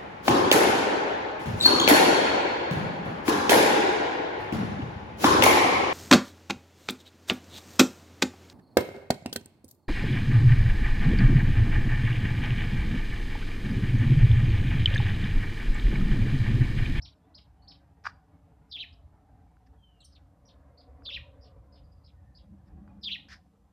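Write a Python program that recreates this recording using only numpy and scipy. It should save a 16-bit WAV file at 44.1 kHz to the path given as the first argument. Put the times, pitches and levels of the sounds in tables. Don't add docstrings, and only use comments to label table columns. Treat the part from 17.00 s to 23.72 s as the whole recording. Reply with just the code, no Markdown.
import sys
import numpy as np
from scipy import signal
from scipy.fft import rfft, irfft
from scipy.io import wavfile
from scipy.ndimage import uniform_filter1d

SR = 44100
rng = np.random.default_rng(int(sys.argv[2]) if len(sys.argv) > 2 else 0)


def store_wav(level_fs):
    pcm = np.round(np.clip(np.atleast_2d(level_fs), -1, 1) * 32767)
    wavfile.write(sys.argv[1], SR, pcm.T.astype(np.int16))


N = 296352
TIME = np.arange(N) / SR
ECHO_TAPS_PER_S = 2500


def gain_of(db):
    return 10 ** (np.asarray(db) / 20)


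def evened(x):
    return x / np.sqrt(np.mean(x ** 2) + 1e-20)


def read(points, hz):
    point_hz, value = np.transpose(points)
    return np.interp(np.log(hz + 1), np.log(point_hz + 1), value)


def follow(rows, t=None):
    s, *columns = np.transpose(rows)
    if t is None:
        t = np.arange(s.min(), s.max(), 1 / SR)
    return [t] + [np.interp(t, np.sort(s), column) for column in columns]


def add(mix, s, sound):
    part = mix[max(round(s * SR), 0):][:len(sound)]
    part += sound[:len(part)]


def colour(x, spectrum):
    hz = np.fft.rfftfreq(len(x), 1 / SR)
    return evened(irfft(rfft(x) * gain_of(read(spectrum, hz)), len(x)))


def wander(size, hz):
    f = np.fft.rfftfreq(size + SR, 1 / SR)
    smooth = rfft(rng.standard_normal(size + SR)) * np.exp(-(f / hz) ** 2)
    return evened(irfft(smooth))[:size]


def random_taps(size):
    return rng.choice([-1., 1.], size) * (rng.random(size) < ECHO_TAPS_PER_S / SR)


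def yard(x, t60_factor, gap):
    # frequency in Hz, time to fall 60 dB in s before t60_factor scales it.
    fading = [(1500, 0.41), (3000, 0.43), (5000, 0.44), (9000, 0.24)]
    t = np.arange(SR // 2) / SR
    taps = random_taps(len(t)) * (t > gap)
    hz, s, z = signal.stft(taps, SR, nperseg=256)
    t60 = t60_factor * read(fading, hz)[:, None]
    tail = signal.istft(z * gain_of(-60 * s / t60), SR, nperseg=256)[1]
    return signal.fftconvolve(x, tail / np.linalg.norm(tail))[:N]


def walls(x, stretch=1):
    # delay in s before stretching, relative level in dB.
    scatter = [(.004, -25.5), (0.011, 0), (.035, 4), (.06, -9), (.082, -8), (.1, -38)]
    t, db = follow(np.array(scatter) * [stretch, 1])
    taps = gain_of(db) * random_taps(len(t))
    taps = np.r_[np.zeros(max(round(t[0] * SR), 0)), taps]
    return signal.fftconvolve(x, taps / np.linalg.norm(taps))[:N]


def hiss(shared_db=-87, ear_db=-87.5):
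    # frequency in Hz, relative level in dB.
    shared_colour = [(1000, -24), (2500, 0), (4000, -1.5), (6300, -4.5), (10000, -9), (14000, -13.5)]
    ear_colour = [(3000, -32), (7000, -4), (14000, -3.5)]  # (Hz, relative dB)
    own = [colour(rng.standard_normal(N), ear_colour) for _ in range(2)]
    shared = colour(rng.standard_normal(N), shared_colour)
    return gain_of(shared_db) * shared + gain_of(ear_db) * np.array(own)


def patchy(x, depth_db, span_s=.16, span_hz=70):
    z = signal.stft(x, SR, nperseg=2048)[2]
    field = uniform_filter1d(rng.standard_normal(z.shape), max(round(span_s * SR / 1024), 1), axis=1)
    field = uniform_filter1d(field, max(round(span_hz * 2048 / SR), 1), axis=0)
    return evened(signal.istft(z * gain_of(depth_db * evened(field)), SR, nperseg=2048)[1][:N])


def air(flicker_db=1.63, patch_db=3.0):
    # frequency in Hz, relative level in dB.
    open_colour = [(100, -11.5), (160, 10.5), (215, -5), (280, 8.5), (375, -11.5), (440, 0.5), (510, -14),
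                   (570, -1), (650, -5), (740, 2.5), (860, -3), (1050, -9.5), (1700, -16), (2500, -25.5),
                   (8000, -53)]
    # frequency in Hz, relative level in dB.
    passage_colour = [(100, -7.5), (160, 3.5), (215, -14), (275, 6.5), (375, -17), (450, -1), (570, 4.5),
                      (650, -6.5), (740, 0.5), (830, -13.5), (1000, -5), (1400, -16.5), (2000, -21),
                      (3000, -37.5), (8000, -53)]
    # time in seconds, level in dB.
    slow_level = [(0, -66), (1.5, -65), (3, -68.5), (4.1, -61), (5.5, -69), (5.9, -64), (6.72, -72)]
    from_s, to_s, turn_s = 3.25, 5.02, 0.59
    least_after = 0.31
    turned = .5 + np.minimum(TIME - from_s, to_s - TIME) / turn_s
    share = np.clip(turned, least_after * (TIME > from_s), 1)
    wash = np.sqrt(1 - share) * colour(rng.standard_normal(N), open_colour)
    wash = wash + np.sqrt(share) * colour(rng.standard_normal(N), passage_colour)
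    level_db = follow(slow_level, TIME)[1] + flicker_db * wander(N, 18)
    return gain_of(level_db) * patchy(wash, patch_db)


def swells(rows):
    return np.sqrt(sum(gain_of(db) ** 2 * np.exp(-((TIME - s) / half) ** 2) for s, half, db in rows))


def rumble(lumps_db=2.0, gust_db=-5.0, gust_lumps_db=2):
    # frequency in Hz, relative level in dB.
    deep_colour = [(10, -50.5), (25, -27), (38, -16.5), (52, 0.5), (70, 3), (85, 2), (100, -6), (130, -7.5),
                   (165, -17.5), (230, -29), (380, -42.5), (700, -75.5)]
    # frequency in Hz, relative level in dB.
    rush_colour = [(40, -61), (100, -15.5), (135, -12), (170, -1), (205, 3.5), (240, -18), (280, -12),
                   (330, -12.5), (375, -27.5), (900, -80)]
    # time in seconds, level in dB.
    deep_bed = [(0, -60.5), (3.6, -59), (4.4, -53.5), (5.7, -57), (6.72, -63)]
    # middle in seconds, half-length in seconds, level in dB.
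    buffets = [(.02, 0.064, -52), (2.09, 0.065, -55.5), (2.35, 0.015, -49.5), (4.2, 0.028, -45.5),
               (4.59, 0.022, -49), (4.84, 0.046, -52.5), (5.2, 0.058, -55.5), (5.76, 0.036, -48.5)]
    # middle in seconds, half-length in seconds, level in dB before gust_db.
    rush_swells = [(5.53, 0.021, -46.5), (5.79, 0.044, -46), (6.0, 0.15, -51), (5.9, 0.45, -56)]
    bed = gain_of(follow(deep_bed, TIME)[1] + lumps_db * wander(N, 12))
    deep = np.hypot(bed, swells(buffets))
    rush_bed = gain_of(-69 + gust_lumps_db * wander(N, 3.9))
    rush = gain_of(gust_db) * np.hypot(rush_bed, swells(rush_swells))
    return deep * colour(rng.standard_normal(N), deep_colour) + rush * colour(rng.standard_normal(N), rush_colour)


def body_ring(low_cut_hz=760, crest_s=.0008):
    # frequency in Hz, relative level in dB, time constant in seconds.
    modes = [(1154, -1.5, 0.00034), (1455, -3.5, 0.00056), (2360, -12, .00035), (4724, -24.5, 0.0015)]
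    t = np.arange(SR // 20) / SR
    ring = np.zeros(len(t))
    for hz, db, tau in modes:
        swell = (t / tau) ** 2 * np.exp(-t / tau)
        ring += gain_of(db) * swell * np.cos(2 * np.pi * hz * (t - crest_s))
    ring = signal.sosfilt(signal.butter(4, low_cut_hz, "high", fs=SR, output="sos"), ring)
    return ring / abs(ring).max(), crest_s


def hand(grain_db=1.0, yard_db=-22, walls_db=-22):
    # time of the crest in seconds, peak level in dB.
    slips = [(1.047, -40), (1.0534, -31), (1.056, -25), (1.0623, -44), (1.0656, -28), (1.0677, -20),
             (1.0702, -23.5), (1.0719, -21.5), (2.569, -56.5), (4.022, -51.5), (4.091, -45), (5.878, -50.5)]
    # start in seconds, length in seconds, last level in dB, build-up in dB.
    rubs = [(1.039, 0.031, -43, 15.5), (1.077, 0.024, -58.5, 3), (2.662, 0.0096, -69.5, 7),
            (5.66, 0.029, -75, 9), (6.285, .05, -46.5, 12), (6.34, 0.042, -71, -19.5)]
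    # frequency in Hz, relative level in dB.
    rub_colour = [(500, -75), (1000, -11.5), (1400, -5.5), (1770, 3.5), (2300, -7.5), (3000, -12),
                  (4200, -11), (5200, -4), (6300, -18), (8000, -32), (10000, -34.5), (14000, -42)]
    attack_s, release_s = 0.0012, 0.0057
    out = np.zeros(N)
    ring, crest_s = body_ring()
    for s, db in slips:
        add(out, s - crest_s, gain_of(db) * ring)
    for s, length, db, build_db in rubs:
        t = np.arange(0, length + 10 * release_s, 1 / SR)
        touch = np.minimum(t / attack_s, 1) * np.exp(-np.maximum(t - length, 0) / release_s)
        pressure = gain_of(db + build_db * np.minimum(t / length - 1, 0))
        grains = rng.standard_normal(len(t)) * gain_of(grain_db * wander(len(t), 518))
        add(out, s, touch * pressure * colour(grains, rub_colour))
    near_echoes = gain_of(walls_db) * walls(out, stretch=.6)
    return out + near_echoes + gain_of(yard_db) * yard(out, t60_factor=0.7, gap=.008)


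def far_birds(yard_db=-7, flutter_db=4.0):
    # start in seconds, length in seconds, first pitch in Hz, last pitch in Hz, level in dB,
    # octave overtone in dB against the note, rasp as a share of the pitch.
    whistles = [(0.204, 0.093, 3200, 3850, -85, -30, .008), (0.592, .04, 3030, 2910, -80, -28, .01),
                (0.618, 0.052, 4340, 4630, -70.5, -29, 0.022), (2.775, 0.27, 3290, 2693, -71.5, -32, 0.013),
                (3.003, .026, 4140, 3730, -57, -12.5, 0.032), (3.024, 0.022, 3150, 3150, -61.5, -19, 0.046),
                (3.038, 0.0243, 4180, 4520, -65, 5, 0.038), (3.043, .036, 6170, 4680, -57.5, -14.5, 0.042),
                (4.826, .07, 4880, 4700, -81, -30, 0.043), (4.917, 0.028, 4860, 4950, -75.5, -30, 0.033),
                (4.962, 0.034, 4920, 4650, -78, -30, 0.032), (5.12, 0.32, 1874, 1730, -82, -31, 0.039),
                (5.87, 0.064, 2500, 2405, -81, -33.5, .015)]
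    attack_share, release_share = .15, .4
    out = np.zeros(N)
    for s, length, first_hz, last_hz, db, octave_db, rasp in whistles:
        u = np.arange(0, length, 1 / SR) / length
        hz = first_hz * (last_hz / first_hz) ** u
        phase = 2 * np.pi * np.cumsum(hz * (1 + rasp * wander(len(u), 600))) / SR
        shape = np.clip(np.minimum(u / attack_share, (1 - u) / release_share), 0, 1)
        level = shape * gain_of(db + flutter_db * wander(len(u), 42))
        add(out, s, level * (np.sin(phase) + gain_of(octave_db) * np.sin(2 * phase)))
    return out + gain_of(yard_db) * yard(out, t60_factor=0.78, gap=.002)


CHIP_RISE_S, CHIP_FALL_S = .022, .033


def chip(pitch, fall_db, skip_s, jitter=.03, flutter_db=2.5):
    top_hz, start_hz, end_hz = 5376, 2530, 2050
    up_s, down_s = 0.007, 0.022
    up_width_s, down_width_s = 0.0059, 0.0086
    held_db = -21.5
    t = np.arange(-CHIP_RISE_S, CHIP_FALL_S, 1 / SR)
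    away = np.where(t < 0, t / CHIP_RISE_S, t / CHIP_FALL_S) ** 2
    hz = top_hz + away * (np.where(t < 0, start_hz, end_hz) - top_hz)
    up = np.exp(-((t + up_s) / up_width_s) ** 2)
    down = np.exp(-((t - down_s) / down_width_s) ** 2)
    level = up + gain_of(fall_db) * down + gain_of(held_db) * (1 - away) ** 2
    level = level * gain_of(flutter_db * wander(len(t), 250))
    level = level * np.clip((t - t[0] - skip_s) / 0.0039, 0, 1)
    return level * np.sin(2 * np.pi * np.cumsum(pitch * hz * (1 + jitter * wander(len(t), 400))) / SR)


def chipping_bird(yard_db=-14, walls_db=-1.5, bounce_delay=0.0073, bounce_db=-3, leaves_db=-7,
                  leaves_lead_s=.014, skip_s=0.011):
    # time of the top in seconds, level in dB, pitch factor, accent on the fall in dB,
    # direct sound in dB, length factor of the wall echoes.
    chips = [(.031, -46, 1.006, -4.5, 0, 0.98), (.359, -49.5, .96, -7.5, 1, 0.94),
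             (0.692, -46.5, .97, -8.5, 0, 0.98), (1.936, -67, 0.96, -6, -3, 0.32),
             (3.135, -61.5, 1, 3, -2.5, 0.36), (3.465, -60, 1.07, 2.5, -6, .65),
             (3.789, -53.5, .935, -13.5, -3, 0.83), (4.112, -46.5, 0.99, -8, -6.5, 1),
             (4.422, -54, 1.016, -4.5, -13, 0.91), (4.734, -55.5, 0.94, -9, -12, 0.87),
             (5.054, -54, 0.95, -11.5, -8.5, 0.56), (5.362, -53.5, .96, -11, -7.5, 0.74)]
    direct, echoes, sent = np.zeros((3, N))
    for s, db, pitch, fall_db, direct_db, stretch in chips:
        screened = np.clip(1 - gain_of(direct_db), 0, 1)
        start = s - CHIP_RISE_S
        note = gain_of(db) * chip(pitch, fall_db, skip_s * np.sqrt(screened))
        add(sent, start, note)
        add(direct, start, gain_of(direct_db) * note)
        add(echoes, start, walls(note, stretch))
        add(echoes, start - leaves_lead_s, screened * gain_of(leaves_db) * walls(note, stretch))
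    bounce = gain_of(bounce_db) * np.interp(TIME - bounce_delay, TIME, direct, left=0)
    tail = gain_of(yard_db) * yard(sent, t60_factor=0.77, gap=.002)
    return direct + bounce + gain_of(walls_db) * echoes + tail


def near_bird(jitter_hz=70, throb=0.35, ground_db=-8, walls_db=-15, yard_db=-14, noise_db=-45, high_noise_db=-42):
    # time in seconds, level in dB, pitch factor, length factor,
    # stress on the closing fall in dB.
    calls = [(1.711, -40, 1, 1, -1.5), (4.049, -39.5, 1, 0.97, 3.5), (6.030, -35, 1, 1, -4)]
    # time from its attack in s before the length factor, pitch in Hz before the pitch factor,
    # relative level in dB, depth of the buzz in the pitch in Hz.
    call_shape = [(-.016, 5060, -35.5, 30), (-.002, 5200, -28.5, 300), (.004, 4353, -9, 650),
                  (.016, 4083, -2.5, 706), (0.024, 3855, -5, 350), (.031, 3607, -2, 30),
                  (.048, 3325, 0, 40), (0.062, 2600, -9, 420), (0.078, 3250, -3, 500), (.102, 3673, 2, 537),
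                  (.114, 2919, -1.5, 80), (.123, 2480, 0.5, 30), (.131, 1902, -11.5, 30.04),
                  (.136, 1655, -21.5, 30)]
    # frequency of the octave in Hz, its level against the tone in dB.
    octave = [(4000, -19), (5600, -26), (6500, -40.5), (8000, -48)]
    buzz_hz = 149.1
    closing_from_s, closing_build_s = .105, 0.014
    out = np.zeros(N)
    for s, level_db, pitch, stretch, stress_db in calls:
        t, hz, db, depth_hz = follow(np.array(call_shape) * [stretch, pitch, 1, 1])
        db = db + level_db + stress_db * np.clip((t - closing_from_s) / closing_build_s, 0, 1)
        buzz = 2 * np.pi * np.cumsum(buzz_hz * (1 + .12 * wander(len(t), 60))) / SR
        hz = hz + depth_hz * (np.sin(buzz) + 0.283 * wander(len(t), 550))
        hz = hz + jitter_hz * wander(len(t), 420)
        phase = 2 * np.pi * np.cumsum(hz) / SR
        swell = 1 - throb * depth_hz / depth_hz.max() * np.cos(buzz)
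        tone = np.sin(phase) + gain_of(read(octave, 2 * hz)) * np.sin(2 * phase)
        add(out, s + t[0], np.sqrt(2) * gain_of(db) * swell * tone)
    ground = gain_of(ground_db) * yard(out, t60_factor=0.07, gap=.002)
    wall_echoes = gain_of(walls_db) * walls(out, stretch=1.15)
    tail = gain_of(yard_db) * yard(out, t60_factor=0.74, gap=.012)
    out = out + ground + wall_echoes + tail
    loudness = np.sqrt(abs(uniform_filter1d(out ** 2, size=1400)))
    noise_colour = [(3000, -25.5), (5500, -0.5), (7000, 0.5), (9000, 0.5), (12000, -12.5)]  # (Hz, relative dB)
    high_noise_colour = [(9000, -40), (11500, -12), (13300, 0), (14200, 0), (15000, -40)]
    noise = gain_of(noise_db) * colour(rng.standard_normal(N), noise_colour)
    high_noise = gain_of(high_noise_db) * colour(rng.standard_normal(N), high_noise_colour)
    return out + loudness * (noise + high_noise)


def scene():
    return hiss() + air() + rumble() + hand() + far_birds() + chipping_bird() + near_bird()


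def record(dry):
    low_pass = signal.firwin(511, 14300, window=("kaiser", 9), fs=SR)
    return signal.oaconvolve(dry, low_pass[None], "same")


dry = scene()
out = record(dry)
store_wav(out)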